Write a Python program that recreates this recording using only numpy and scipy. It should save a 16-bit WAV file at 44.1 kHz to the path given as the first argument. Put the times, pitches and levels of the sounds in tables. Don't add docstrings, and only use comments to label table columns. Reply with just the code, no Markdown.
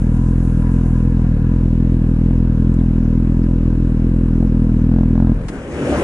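import sys
import numpy as np
from scipy import signal
from scipy.fft import rfft, irfft
from scipy.io import wavfile
from scipy.ndimage import uniform_filter1d

SR = 44100
rng = np.random.default_rng(int(sys.argv[2]) if len(sys.argv) > 2 else 0)


def put_to_file(sound):
    columns = np.atleast_2d(sound).T
    safe = np.clip(columns, -1, 1)
    whole_steps = np.round(safe * 32767)
    wavfile.write(sys.argv[1], SR, whole_steps.astype(np.int16))


def level_to_linear(level):
    exponent = np.asarray(level, float) / 20
    return 10 ** exponent


N = 265923
T = np.arange(N) / SR
HZ = np.arange(N // 2 + 1) * SR / N + 1e-3

IDLE_HZ, FIRST_TURN = 42.31, 0.8718
# t/s, change of firing rate f/Hz, half length t/s
STUMBLES = [(0.111, -2.57, 0.066), (0.424, 1.52, 0.074), (0.541, -2.14, 0.131), (0.716, 1.64, 0.043),
            (0.92, -0.91, 0.126), (1.216, -1.78, 0.037), (1.371, -4.82, 0.063), (1.507, 1.01, 0.025),
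            (1.734, -1.18, 0.07), (2.023, -2.35, 0.046), (2.167, -2.81, 0.046), (2.54, -2.98, 0.062),
            (2.91, -1.8, 0.042), (3.078, -2.81, 0.054), (3.288, -1.3, 0.068), (3.611, -1.17, 0.061),
            (3.766, -2.23, 0.034), (3.951, -2.72, 0.061), (4.431, 3.72, 0.05), (4.449, -2.17, 0.196),
            (4.88, -2.63, 0.177), (4.952, 3.08, 0.061), (5.092, -1.79, 0.025), (5.199, 1.16, 0.042)]
CYLINDER_LATE_TURNS = [0, .003, .009, .012]
CYLINDER_DB = [0.049, -0.71, -0.46, .4]
# t/s, bark level/dB, silencer ring level/dB, edge level/dB
HEAD = [(0, -0.1, 1.6, -8), (.9, -0.2, 1.3, -4.5), (1.2, 0.4, 1.5, -6.3), (2.0, -0.5, 1, -1.1),
        (2.6, 0.2, 2, -2), (3.2, -2, 5.5, 0.6), (3.7, -2.5, -0.5, 3.5), (4.5, -1.95, 6, 1.2),
        (4.85, -0.4, 6.5, -1.5), (5.0, -0.7, 7, -1.5), (5.2, 0.9, 5.5, -3), (5.32, 0.1, 7, -2.5)]
BARK_DB_PER_HZ, CAN_DB_PER_HZ, BOOM_DB_PER_HZ, EDGE_DB_PER_HZ = -0.02, 0.5, -0.1, 1
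PUSH_HZ, PUSH_LEAD_S = 200, 5.5e-4
SILENCER_HZ, SILENCER_Q, VENT_HZ = 360, 1.3, 130
TRAP_HZ, TRAP_Q, TRAP_SHARE = 164, 2.4, 0.34
CAN_HZ, CAN_Q, CAN_PER_DB = 231, 5.3, 0.1471
EDGE_HZ, EDGE_Q = 367, 1.1
BOX_HZ, BOX_Q, BOOM_DB = 41.6, 5.0, 0
# t/s, suction level/dB, boom level/dB
COAST = [
    (5.347, -9, 3),
    (5.374, -4.5, -17),
    (5.41, -4.5, 4),
    (5.454, -6, 0),
]
# f/Hz, level/dB per Hz
RATTLE_TONE = [(250, -18), (420, -4.5), (482, 1), (545, -9), (822, -21), (969, -15.5), (1220, -21.5),
               (1700, -21), (1900, -32.5), (2780, -26.5), (3230, -36), (3710, -33.5), (7880, -50),
               (10500, -38.5), (11100, -45), (14400, -85), (22000, -120)]
RATTLE_DB, FLUTTER_DB = -38.5, -28
# f/Hz, level/dB rms
WHINE = [(552, -66.5), (2148, -79), (2558, -71.5)]
# t/s, level/dB
CASING_LEVEL = [(0, -46), (.9, -45), (1.5, -46.5), (1.7, -60.5), (3.4, -50.5), (3.6, -67.5), (5.3, -47.5),
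                (5.6, -60.5)]
# f/Hz, Q, level/dB
CASING_MODES = [(495, 4, -1.5), (744, 11, 1.5), (986, 6.8, 3.5), (1423, 5.4, -3), (1625, 16, 1),
                (2460, 24, -23), (3710, 16, -26)]
# f/Hz, level/dB per Hz
FAN_TONE = [(1500, -22.5), (2600, -7), (4000, -13), (6500, 1), (8500, -2), (11000, -1.5)]
FAN_DB, FAN_OFF_S, FAN_FADE_DB_PER_S = -56, 1.01, 169
# f/Hz, level/dB per Hz
SURF_TONE = [(18, -46.5), (35, -17.5), (70, 1.5), (95, -8.5), (161, 0.5), (202, -4.5), (265, 0.5),
             (516, -7), (600, -8.5), (660, -12.5), (1290, -21), (2500, -24), (4340, -38), (6280, -35),
             (11100, -41.5)]
# f/Hz, Q, level/dB
HELMET = [(340, 3.4, -17), (492, 14, -5.5), (583, 26, -3), (1576, 3.8, -5)]
SURF_DB, RECOVER_DB_PER_S, RELEASE_S = -39, 50, 5.337
PAUSE_S, PAUSE_LENGTH_S, CEILING_DB = 5.548, 0.12, -17
# t/s, peak level/dB, half length t/s
HARD_FIRINGS = [(0.153, -35, .009), (0.728, -40.5, .009), (1.063, -26, .009), (2.18, -37, 0.01),
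                (2.303, -20.5, .009), (2.781, -22, 0.011), (3.73, -32, .009), (3.922, -36, .009),
                (4.428, -21, 0.011), (4.919, -22.5, .03), (5.002, -19.5, 0.05), (5.18, -19.5, .04),
                (5.266, -21.5, 0.07)]
CRACK_HZ, CRACK_Q = 588, 1.4
# t/s, peak level/dB, length t/s, centre f/Hz, spread factor
CLACKS = [(5.483, -28, 0.016, 2600, 3.2), (5.484, -24.5, 0.016, 1400, 1.6), (5.56, -26.5, 0.051, 35, 1.4),
          (5.63, -28, 0.078, 45, 1.9), (5.72, -22.5, 0.13, 68, 1.3), (5.923, -16.5, 0.037, 520, 1.2),
          (5.499, -14, 0.0029, 250, 0.93), (5.512, -19.5, 0.065, 280, 1.4), (5.52, -34.5, 0.06, 1500, 0.96),
          (5.343, -43.5, .002, 5000, 2.5), (2.74, -40.5, 0.006, 7200, 1.2), (2.8, -46, 0.0073, 3400, 1.1),
          (3.43, -47.5, 0.012, 5000, 0.79)]
# f/Hz, correlation
LIKENESS = [(60, 1.0), (130, 0.96), (270, 1.0), (570, 0.96), (1210, 0.93), (2560, -0.59), (5420, -0.44),
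            (11500, 0.28)]
# f/Hz, left minus right level/dB
LEAN = [(60, .7), (190, .9), (350, 1.1), (620, 2.2), (1110, 4.3), (1990, 5), (3570, -.3), (6410, -1),
        (11500, -6.5)]
PORT_LAG_S, KNEE, HEADROOM, TOP_HZ = 6e-5, 0.78, 0.17, 11100


def level(x, db):
    return x * level_to_linear(db) / np.sqrt(np.mean(x ** 2))


def curve(table, column=1):
    return np.interp(T, np.array(table)[:, 0], np.array(table)[:, column])


def on_log(table, hz):
    return np.interp(np.log(hz), np.log(np.array(table)[:, 0]), np.array(table)[:, 1])


def hump(s, half_s):
    return np.exp(-((T - s) / half_s) ** 2)


def ring(hz, q):
    return 1 / (1 - (HZ / hz) ** 2 + 1j * HZ / hz / q)


def band(hz, q):
    return ring(hz, q) * 1j * HZ / hz / q


def low_cut(hz):
    return HZ ** 2 / (HZ ** 2 + hz ** 2)


def walk(rate):
    k = int(SR / rate)
    held = np.repeat(rng.standard_normal(N // k + 1), k)
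    return 0.74 * uniform_filter1d(uniform_filter1d(held, k), k)[:N]


def diffuse(tone, flicker_db, rate):
    like = np.clip(on_log(LIKENESS, HZ), -0.9, 0.999)
    colour = level_to_linear(on_log(tone, HZ))
    mid = rfft(rng.standard_normal(N)) * colour * np.sqrt(1 + like)
    side = rfft(rng.standard_normal(N)) * colour * np.sqrt(1 - like)
    ports = np.array([mid + side, mid - side])
    out = 0
    for place in np.arange(9, 28):
        slot = np.cos(np.clip(2 * np.log2(HZ) - place, -1, 1) * np.pi / 2) ** 2
        out = out + level_to_linear(flicker_db * walk(rate)) * irfft(slot * ports, N)
    return level(out, 0)


def strokes(times, sizes):
    train = np.zeros(N)
    np.add.at(train, (np.asarray(times) * SR).astype(int), sizes)
    return rfft(train)


def crank():
    surge_hz = sum(hz * hump(s, half_s) for s, hz, half_s in STUMBLES)
    turns = np.cumsum(IDLE_HZ + surge_hz) / SR - FIRST_TURN
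    firing_points = np.arange(221) + np.resize(CYLINDER_LATE_TURNS, 221)
    fired = np.interp(firing_points, turns, T)
    return turns, fired, np.interp(fired, T, surge_hz)


def exhaust_bark(fired, surge):
    bark_db, can_db, edge_db = (curve(HEAD, column=k)[(fired * SR).astype(int)] for k in (1, 2, 3))
    late, loud, ringing = rng.standard_normal((3, len(fired)))
    bark_db = bark_db + BARK_DB_PER_HZ * surge + np.resize(CYLINDER_DB, len(fired))
    can_db = can_db + CAN_DB_PER_HZ * surge
    edge_db = edge_db + EDGE_DB_PER_HZ * surge
    size = level_to_linear(bark_db + 0.32 * loud)
    at = fired + 0.00014 * late
    barks = strokes(at, size) + strokes(at, size * (level_to_linear(edge_db) - 1)) * band(EDGE_HZ, EDGE_Q)
    rings = strokes(at, size * CAN_PER_DB * (can_db + 0.27 * ringing)) * band(CAN_HZ, CAN_Q)
    push = np.exp(-(HZ / PUSH_HZ) ** 2 + 2j * np.pi * HZ * PUSH_LEAD_S)
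    pipe = ring(SILENCER_HZ, SILENCER_Q) * low_cut(VENT_HZ) - TRAP_SHARE * band(TRAP_HZ, TRAP_Q)
    return irfft((barks + rings) * push * pipe, N) * level_to_linear(48.0)


def air_box_boom(fired, surge):
    coast_s, _, thud_db = np.transpose(COAST)
    boom_db = BOOM_DB + BOOM_DB_PER_HZ * surge + 0.5 * rng.standard_normal(len(fired))
    booms = strokes(fired, level_to_linear(boom_db)) + strokes(coast_s, level_to_linear(thud_db))
    booms = booms + level_to_linear(6.5)
    box = ring(BOX_HZ, BOX_Q) * np.exp(-(HZ / 120) ** 2) * low_cut(24.0)
    return -irfft(booms * box, N) * level_to_linear(30.5)


def gas_flutter(turns):
    tone = ring(331.0, 1.0) ** 2 * np.exp(-(HZ / 330) ** 4) * low_cut(45)
    noise = irfft(rfft(rng.standard_normal(N)) * tone, N)
    return level(noise * level_to_linear(1.8 * np.cos(2 * np.pi * (turns - 0.12))), FLUTTER_DB)


def valve_rattle(turns):
    beat = level_to_linear(2.7 * np.cos(2 * np.pi * (turns - 0.08)) + 0.63 * np.cos(6 * np.pi * turns))
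    return diffuse(RATTLE_TONE, flicker_db=-0.5, rate=22.0) * beat * level_to_linear(RATTLE_DB)


def gear_whine():
    wander = np.cumsum(1 + 0.003 * walk(6.0)) / SR
    return sum(np.sqrt(2) * level_to_linear(db) * np.sin(2 * np.pi * hz * wander) for hz, db in WHINE)


def casing():
    knocks = diffuse([(200, 0.0088), (11000, 0.016)], flicker_db=5.5, rate=16.0)
    modes = sum(level_to_linear(db) * band(hz, q) ** 2 for hz, q, db in CASING_MODES)
    return level(irfft(rfft(knocks) * modes, N), 0) * level_to_linear(curve(CASING_LEVEL))


def fan():
    fade_db = FAN_FADE_DB_PER_S * np.clip(T - FAN_OFF_S, 0, None)
    return diffuse(FAN_TONE, flicker_db=4.0, rate=28.0) * level_to_linear(FAN_DB - fade_db)


def recovery():
    climbing_s = np.clip(T - RELEASE_S, 0, None) - np.clip(T - PAUSE_S, 0, PAUSE_LENGTH_S)
    return level_to_linear(np.minimum(SURF_DB + RECOVER_DB_PER_S * climbing_s, CEILING_DB))


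def surf():
    waves = diffuse(SURF_TONE, flicker_db=3.5, rate=26.0)
    hollow = 1 + sum(level_to_linear(db) * band(hz, q) for hz, q, db in HELMET)
    return irfft(rfft(waves) * hollow, N) * recovery()


def hard_crack(fired):
    size = sum(level_to_linear(db) * np.exp(-((fired - s) / half_s) ** 4) for s, db, half_s in HARD_FIRINGS)
    fronts = strokes(fired - PUSH_LEAD_S / 2, size)
    return irfft(fronts * 1j * np.abs(band(CRACK_HZ, CRACK_Q)) ** 2, N) * level_to_linear(32.5)


def clacks():
    out = np.zeros((2, N))
    age = np.arange(4400) / SR
    for s, db, length, hz, spread in CLACKS:
        ratio = max(spread, 1.05)
        sos = signal.butter(2, [hz / ratio, hz * ratio], "band", fs=SR, output="sos")
        envelope = np.exp(-(age / length) ** 2) * np.minimum(age * hz, 1)
        mid, side = signal.sosfilt(sos, rng.standard_normal((2, len(age)))) * envelope
        burst = mid + min(hz / 2500, 1) * side * np.array([[1], [-1]])
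        start = int(s * SR)
        out[:, start:start + len(age)] += level_to_linear(db) * burst / np.abs(burst).max()
    return out


def coasting_suction():
    coast_s, suck_db, _ = np.transpose(COAST)
    gulp = np.exp(-(HZ / 210) ** 2) * band(94.0, 0.75)
    return -irfft(strokes(coast_s, level_to_linear(suck_db)) * gulp, N) * level_to_linear(39.5)


def scene():
    turns, fired, surge = crank()
    pulses = exhaust_bark(fired, surge) + air_box_boom(fired, surge)
    pulses = pulses + hard_crack(fired) + coasting_suction()
    running = np.clip((5.5 - T) / 0.062, 0, 1)
    cycle = running * (gas_flutter(turns) + valve_rattle(turns) + gear_whine())
    return pulses + cycle + casing() + fan() + surf() + clacks()


def roll_off(x):
    return signal.sosfilt(signal.butter(12, 11200, fs=SR, output="sos"), x)


def record(dry):
    tilt = level_to_linear(on_log(LEAN, HZ) / 2) * np.exp(-1j * np.pi * HZ * PORT_LAG_S)
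    x = irfft(rfft(dry) * np.array([tilt, 1 / tilt]), N)
    over = np.maximum(np.abs(x) - KNEE, 0)
    x = x - np.sign(x) * (over - HEADROOM * np.tanh(over / HEADROOM))
    x = irfft(rfft(x) * (HZ < TOP_HZ), N)
    return roll_off(x)


dry = scene()
out = record(dry)
put_to_file(out)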